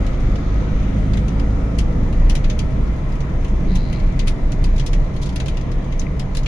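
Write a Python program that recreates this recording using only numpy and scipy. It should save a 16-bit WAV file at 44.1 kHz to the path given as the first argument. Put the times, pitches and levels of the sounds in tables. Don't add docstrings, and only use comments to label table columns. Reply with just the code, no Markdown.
import sys
import numpy as np
from scipy import signal
from scipy.fft import rfft, irfft, next_fast_len
from scipy.io import wavfile
from scipy.ndimage import uniform_filter1d

SR = 44100
rng = np.random.default_rng(int(sys.argv[2]) if len(sys.argv) > 2 else 0)


def volts_from_decibels(level):
    exponent = np.asarray(level, float) / 20
    return 10 ** exponent


def output_pcm(signal):
    pcm = np.clip(np.atleast_2d(signal).T, -1, 1) * 32767
    wavfile.write(sys.argv[1], SR, np.round(pcm).astype(np.int16))


N = 285371

# (time [s], firing rate [Hz], load [dB])
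ENGINE_COURSE = [(0, 50.03, -22.5), (1.0, 52.18, -19), (1.7, 54.33, -20.5), (2.4, 55.92, -25),
                 (3.3, 56.93, -27), (3.55, 57.04, -27.5), (5.5, 57.28, -30.5), (6.47, 56.97, -37.5)]


def evened(x):
    return x / np.sqrt(np.mean(x ** 2) + 1e-20)


def smooth(x, size, axis=-1):
    return uniform_filter1d(x, size, axis=axis)


def wander(size):
    return evened(smooth(smooth(rng.standard_normal(N), size), size))


def read(points, hz):
    f, value = np.transpose(points)
    return np.interp(np.log(hz + 1), np.log(f + 1), value)


def curves(rows, t):
    s, *columns = np.transpose(rows)
    return [np.interp(t, s, c) for c in columns]


def peaks_db(hz, centre_hz, width_hz, db):
    return db / (1 + ((hz - centre_hz) / (width_hz / 2)) ** 2)


def sides(db):
    return volts_from_decibels([[db / 2], [-db / 2]])


def add(mix, s, sound):
    part = mix[:, round(s * SR):][:, :sound.shape[1]]
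    part += sound[:, :part.shape[1]]


def road():
    # (frequency [Hz], relative density [dB per Hz])
    spectrum = [(8.8, -37), (15, 1), (43, -1), (92, -7.5), (138, -8.5), (286, -19), (340, -19.5),
                (610, -27), (1460, -39.5), (2020, -40), (3900, -48), (4840, -53.5), (6480, -58),
                (7940, -66), (10000, -68.5), (16000, -97)]
    # (frequency [Hz], width [Hz], under load [dB], coasting [dB])
    cavities = [(75.1, 2.5, -1, 2), (136.9, 4.65, 8.5, 19.5), (186, 14.7, 7, 7.5), (285.4, 43, 6.5, 3),
                (499.4, 33, 6.5, 3), (624, 39, 3, 6), (1035, 204, 0.5, 4), (1270, 230, 8, 3.5),
                (1974, 650, 4, 4.5), (2350, 360, 3, 3.5)]
    # (frequency [Hz], correlation [-1..1])
    likeness = [(60, 0.96), (200, 1), (330, 0.51), (500, 0.31), (780, 0.66), (1200, 0.034), (15000, .05)]
    level_db, patches_db, drift_db, modes_db = -20.5, 1.0, 1.0, 1.7
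    roar_fade_db_per_s, hiss_fade_db_per_s = 0.39, 0.61
    rumble_eases_s, rumble_fade_db_per_s = 5.3, 1.6

    frames, hz = N // 2048 + 5, np.fft.rfftfreq(8192, 1 / SR)
    t = np.arange(frames) * 2048 / SR
    bins = hz[:, None]
    a, b, c, d, patches = rng.standard_normal((frames, len(hz), 5)).T
    patches = evened(smooth(smooth(patches, 60, 0), 3, 1))
    spray = evened(smooth(smooth(rng.standard_normal((len(hz), frames)), 250, 0), 12, 1))
    modes = evened(smooth(rng.standard_normal((2, len(hz), 1)), 8, 1))

    fade_db_per_s = read([(150, 0.011), (700, roar_fade_db_per_s), (4000, hiss_fade_db_per_s)], bins)
    surface_db = -fade_db_per_s * (t - t.mean())
    surface_db -= read([(150, rumble_fade_db_per_s), (700, 0)], bins) * np.maximum(t - rumble_eases_s, 0)
    load = np.clip((curves(ENGINE_COURSE, t)[1] + 27) / 6, 0, 1)
    cavity_db = 0
    for f, width_hz, loaded_db, coasting_db in cavities:
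        cavity_db += peaks_db(bins, f, width_hz, load * loaded_db + (1 - load) * coasting_db)

    same = np.clip(read(likeness, bins), -1, 1)
    left, other = a + 1j * b, c + 1j * d
    z = np.array([left, same * left + np.sqrt(1 - same ** 2) * other])
    colour_db = read(spectrum, bins) + cavity_db + surface_db + patches_db * patches
    colour_db = colour_db + drift_db * np.clip(bins / 2500, 0, 1) * spray
    colour_db = colour_db + modes_db * np.clip(bins / 600, 0, 1) * modes
    noise = signal.istft(z * volts_from_decibels(colour_db), nperseg=8192, noverlap=6144)[1][:, :N]
    return volts_from_decibels(level_db) * evened(noise)


def boom():
    # (frequency [Hz], relative level [dB])
    shell = [(27.15, -1.5), (31.17, -2.5)]
    # (time [s], level [dB])
    shake = [(0, -28.5), (.3, -22), (.9, -26.5), (1.8, -25), (2.2, -14.5), (2.6, -18), (2.9, -29.5),
             (3.6, -20), (3.8, -19.5), (4.97, -18), (5.25, -27.5), (5.6, -21.5), (6.47, -22)]
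    t = np.arange(N) / SR
    shake_db = curves(shake, t)[0]
    out = np.zeros(N)
    for hz, db in shell:
        level_db = db + shake_db + 1.0 * wander(9000)
        turns = hz * t + rng.random() + 0.19 * wander(9000)
        out += np.sqrt(2) * volts_from_decibels(level_db) * np.sin(2 * np.pi * turns)
    return out


def engine():
    # (order [multiple of the firing rate], relative level [dB])
    orders = [(1, 0), (2, -8), (3, -12), (3.5, -20.5), (4, -12.5), (5, -17.5), (7, -26), (10.4, -28)]
    hz, load_db = curves(ENGINE_COURSE, np.arange(N) / SR)
    firings = np.cumsum(hz) / SR
    out = np.zeros(N)
    for order, db in orders:
        fade_db = 0.14 * (order - 1) * (load_db - load_db.max())
        level_db = db + load_db + fade_db + 1.45 * wander(4000)
        turns = order * firings + rng.random() + 0.019 * wander(4000)
        out += volts_from_decibels(level_db) * np.sin(2 * np.pi * turns)
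    return np.sqrt(2) * out


def knocks():
    # (time [s], frequency [Hz], level [dB], t60 [s], left minus right [dB])
    ticks = [(6.0672, 2140, -33, 0.012, 8), (5.9945, 6200, -37, 0.018, 13)]
    t, out = np.arange(2000) / SR, np.zeros((2, N))
    for s, hz, db, t60_s, pan_db in ticks:
        shape = (1 - np.exp(-t / 0.00086)) ** 2 * volts_from_decibels(-60 * t / t60_s)
        spread, phase = rng.random((2, 4, 1))
        side_hz = hz * (0.9 + 0.25 * spread)
        ring = np.sin(2 * np.pi * hz * t) + 0.4 * np.sin(2 * np.pi * (side_hz * t + phase)).sum(0)
        add(out, s, sides(pan_db) * volts_from_decibels(db) * shape / shape.max() * ring)
    return out


def wiper():
    # (factor on the squeak pitch [ratio], width [Hz], relative level [dB])
    arm = [(1, 400, 7), (1.07, 400, 0), (1.14, 380, -5)]
    stroke_s, length_s = 3.668, 0.47
    slips_per_s, slips_lost_per_s2 = 95, 46
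    base_hz, rise_hz, settle_s = 4030, 120, 0.09
    squeak_db, sag_db_per_s, tail_db = -50, 7, -8
    attack_s, hold_s, release_s = 0.035, 0.306, 0.03
    groan_db, groan_after_s, groan_width_s, groan_tail_db = -21, 0.065, 0.037, -34

    t = np.arange(N) / SR
    since = np.clip(t - stroke_s, 0, length_s)
    release = np.minimum((length_s - since) / release_s, 1)
    attack = np.minimum(since / attack_s, 1)
    fallen = np.clip((since - hold_s) / release_s, 0, 1)
    loud = attack * release * volts_from_decibels(squeak_db - sag_db_per_s * since + tail_db * fallen)

    rate = slips_per_s - slips_lost_per_s2 * since
    turns = np.cumsum(rate * (1 + 0.025 * wander(300))) / SR
    slips = np.diff(np.floor(turns), prepend=0) * volts_from_decibels(1.8 * rng.standard_normal(N))
    slips += 0.028 * rng.standard_normal(N)

    squeak_hz = base_hz + rise_hz * (1 - np.exp(-since / settle_s))
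    u, squeak = t[:900], 0
    for factor, width_hz, db in arm:
        turn = np.exp(2j * np.pi * factor * np.cumsum(squeak_hz) / SR)
        decay = u * np.exp(-np.pi * width_hz * u) * width_hz
        squeak += volts_from_decibels(db) * (turn * signal.oaconvolve(slips / turn, decay)[:N]).real

    swell = volts_from_decibels(groan_db) * np.exp(-((t - stroke_s - groan_after_s) / groan_width_s) ** 2)
    arch = volts_from_decibels(groan_tail_db) * np.sin(np.pi * since / length_s)
    groan = np.sqrt(2) * (swell + arch) * np.sin(2 * 2 * np.pi * turns)
    return evened(squeak) * loud * sides(8.4) + groan


def drop(db, dull_db, bright_db):
    # (frequency [Hz], relative density [dB per Hz])
    glass = [(1000, -21.5), (1800, -8.5), (2500, -3), (3700, -2.5), (4900, -4), (6600, -9.5), (8000, -12.5),
             (9900, -15), (12600, -21), (16000, -21)]
    # (frequency [Hz], t60 [s])
    cabin = [(2000, 0.12), (5000, 0.11), (10000, 0.12), (15000, .08)]
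    # (frequency [Hz], loss [dB])
    trim_loss = [(6000, 0.36), (10000, 5.4), (14000, 10)]
    tick_s, bend_lag_s = 0.0024, 0.0005

    t = np.arange(6144) / SR
    spikes_db = 2.7 * rng.exponential(1, (2, len(t))) * np.exp(-t / 0.011)
    sparse = rng.standard_normal((2, len(t))) * volts_from_decibels(spikes_db)
    early = 1 + np.array([[0.3], [1.2]]) * np.exp(-t / 0.0026)
    burst = sparse * (1 - 0.95 * np.exp(-t / 0.0014)) * early
    burst[:, 0] = 6.5
    burst[0] = np.roll(burst[0], 30) * (t >= 30 / SR)

    hz, frame_t, z = signal.stft(burst, SR, nperseg=128)
    decay_db = -60 * frame_t / read(cabin, hz)[:, None]
    decay_db -= read(trim_loss, hz)[:, None] * (1.5 - np.exp(-frame_t / tick_s))
    decayed = signal.istft(z * volts_from_decibels(decay_db), SR, nperseg=128)[1][:, :len(t)]

    hz = np.fft.rfftfreq(1024, 1 / SR)
    spot_db = 1.8 * evened(smooth(smooth(rng.standard_normal(len(hz)), 12), 12))
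    tilt_db = read([(2600, dull_db), (5200, 0.013), (7000, 0.004), (9000, bright_db)], hz)
    colour_db = read(glass, hz) + spot_db + tilt_db
    log_gain = np.log(volts_from_decibels(np.r_[colour_db, colour_db[-2:0:-1]]))
    lag_s = bend_lag_s * np.clip(np.sqrt(16000 / (hz + 500)) - 1, 0, None)
    lag = np.cumsum(lag_s) * 2 * np.pi * hz[1]
    phase = -signal.hilbert(log_gain).imag - np.r_[lag, -lag[-2:0:-1]]
    ring = np.fft.ifft(np.exp(log_gain + 1j * phase)).real[:512]
    sound = signal.fftconvolve(decayed, ring[None], axes=1)
    return volts_from_decibels(db) * sound / np.sqrt(np.mean(sound[:, :400] ** 2))


def rain():
    # (time [s], level of the first 9 ms [dB], dull part [dB], bright part [dB])
    large = [(0.065, -38.5, 10, 0), (0.356, -41, 2, -6), (1.1343, -35.5, 7, -6), (1.171, -35, 8, 0.5),
             (1.281, -40, 4.5, -1), (1.396, -38.5, 8.5, -2), (1.7836, -39.5, 5, 1), (1.7863, -28.5, 4.5, 3),
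             (2.126, -41.5, 11, 2), (2.296, -28.5, 3.5, 1.5), (2.352, -30.5, 5.5, 0.5), (2.442, -35, 9, -8),
             (2.4985, -31.5, 7, -4.5), (2.5898, -31, 1, -1), (3.12, -47.5, -1, -1), (3.2044, -42, 4.5, -3),
             (3.4453, -40, 10, -1), (3.4816, -47.5, 2, 2), (3.7546, -37.5, -1, 3), (3.927, -36, 10, 3.5),
             (3.9984, -45, 3, -7.5), (4.1918, -30, 3.5, -3.5), (4.272, -32, 7, 0.5), (4.279, -29.5, 5, 5),
             (4.519, -38, 4.5, -0.5), (4.6402, -33.5, -1, 1), (4.7614, -44, 1, -4), (4.78, -37, 4, -6),
             (4.796, -31.5, 4, -7), (4.863, -32.5, 1.5, 1.5), (4.874, -43.5, 3, 4), (4.931, -32, 6.5, -0.5),
             (5.1632, -42, 4.5, -1.5), (5.2279, -40.5, 3.5, 0), (5.2596, -41.5, 1, -1),
             (5.291, -39.5, 2, -0.5), (5.359, -32.5, 4.5, 4), (5.4, -31, 8.5, -1.5), (5.459, -36.5, 5, -1),
             (5.4817, -32.5, 5, 0.5), (5.57, -37.5, 4, -1), (5.6103, -46, -1, -1), (5.7158, -42.5, 0, -0.5),
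             (5.9232, -39.5, 7, -4), (6.015, -39.5, 8, -4), (6.195, -34.5, 4, 1), (6.349, -36, 5, 3.5),
             (6.369, -30.5, 2.5, 2.5), (6.431, -45, 0, -8), (6.46, -28.5, 12, -8.5)]
    # (time [s], length [s], level of a drop at the height of the swell [dB], dull part [dB], bright part [dB])
    spatters = [(3.743, .025, -43.5, 10, 3), (5.208, 0.035, -43.5, -2.5, -2), (5.244, .03, -48, 0.5, -1.5),
                (5.989, 0.013, -45, -14, -0.5)]
    count, drizzle_per_s, drizzle_db = 10, 26, -59
    out = np.zeros((2, N))
    for s, *blow in large:
        add(out, s, drop(*blow))
    for s, length_s, *blow in spatters:
        for k in range(count):
            swell = np.sin(np.pi * (k + 0.5) / count)
            add(out, s + length_s * (k + rng.random()) / count, swell * drop(*blow))
    for when, size, dull, bright in rng.random((round(drizzle_per_s * N / SR), 4)):
        small_db = drizzle_db - 2.5 * np.log(size + 0.03)
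        add(out, when * N / SR, drop(small_db, 6 * dull, -6 * bright))
    return out


def scene():
    return road() + boom() + engine() + knocks() + wiper() + rain()


def low_pass(x):
    return signal.sosfilt(signal.butter(12, 16300, fs=SR, output="sos"), x)


def record(dry):
    # (frequency [Hz], left minus right [dB])
    ports = [(60, 0), (150, -2), (400, 0), (1100, 0.5), (2500, 6), (4500, 3.5), (6500, 11.5), (7800, 5),
             (9700, -21), (11500, -11), (14000, 0)]
    # (frequency [Hz], width [Hz], height [dB])
    port_peaks = [(6590, 1180, 7), (10050, 1340, 6.5)]
    hiss_db = -77
    size = next_fast_len(N + SR)
    fade_in = np.minimum(np.arange(N) / 200, 1)
    hz = np.fft.rfftfreq(size, 1 / SR)
    left_share = 1 / (1 + volts_from_decibels(-read(ports, hz)) ** 2)
    balance = np.sqrt(2 * np.array([left_share, 1 - left_share]))
    colour = volts_from_decibels(sum(peaks_db(hz, *peak) for peak in port_peaks)) * balance
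    ported = irfft(rfft(dry * fade_in, size) * colour, size)[:, :N]
    ported += volts_from_decibels(hiss_db) * rng.standard_normal((2, N))
    return low_pass(ported)


dry = scene()
out = record(dry)
output_pcm(out)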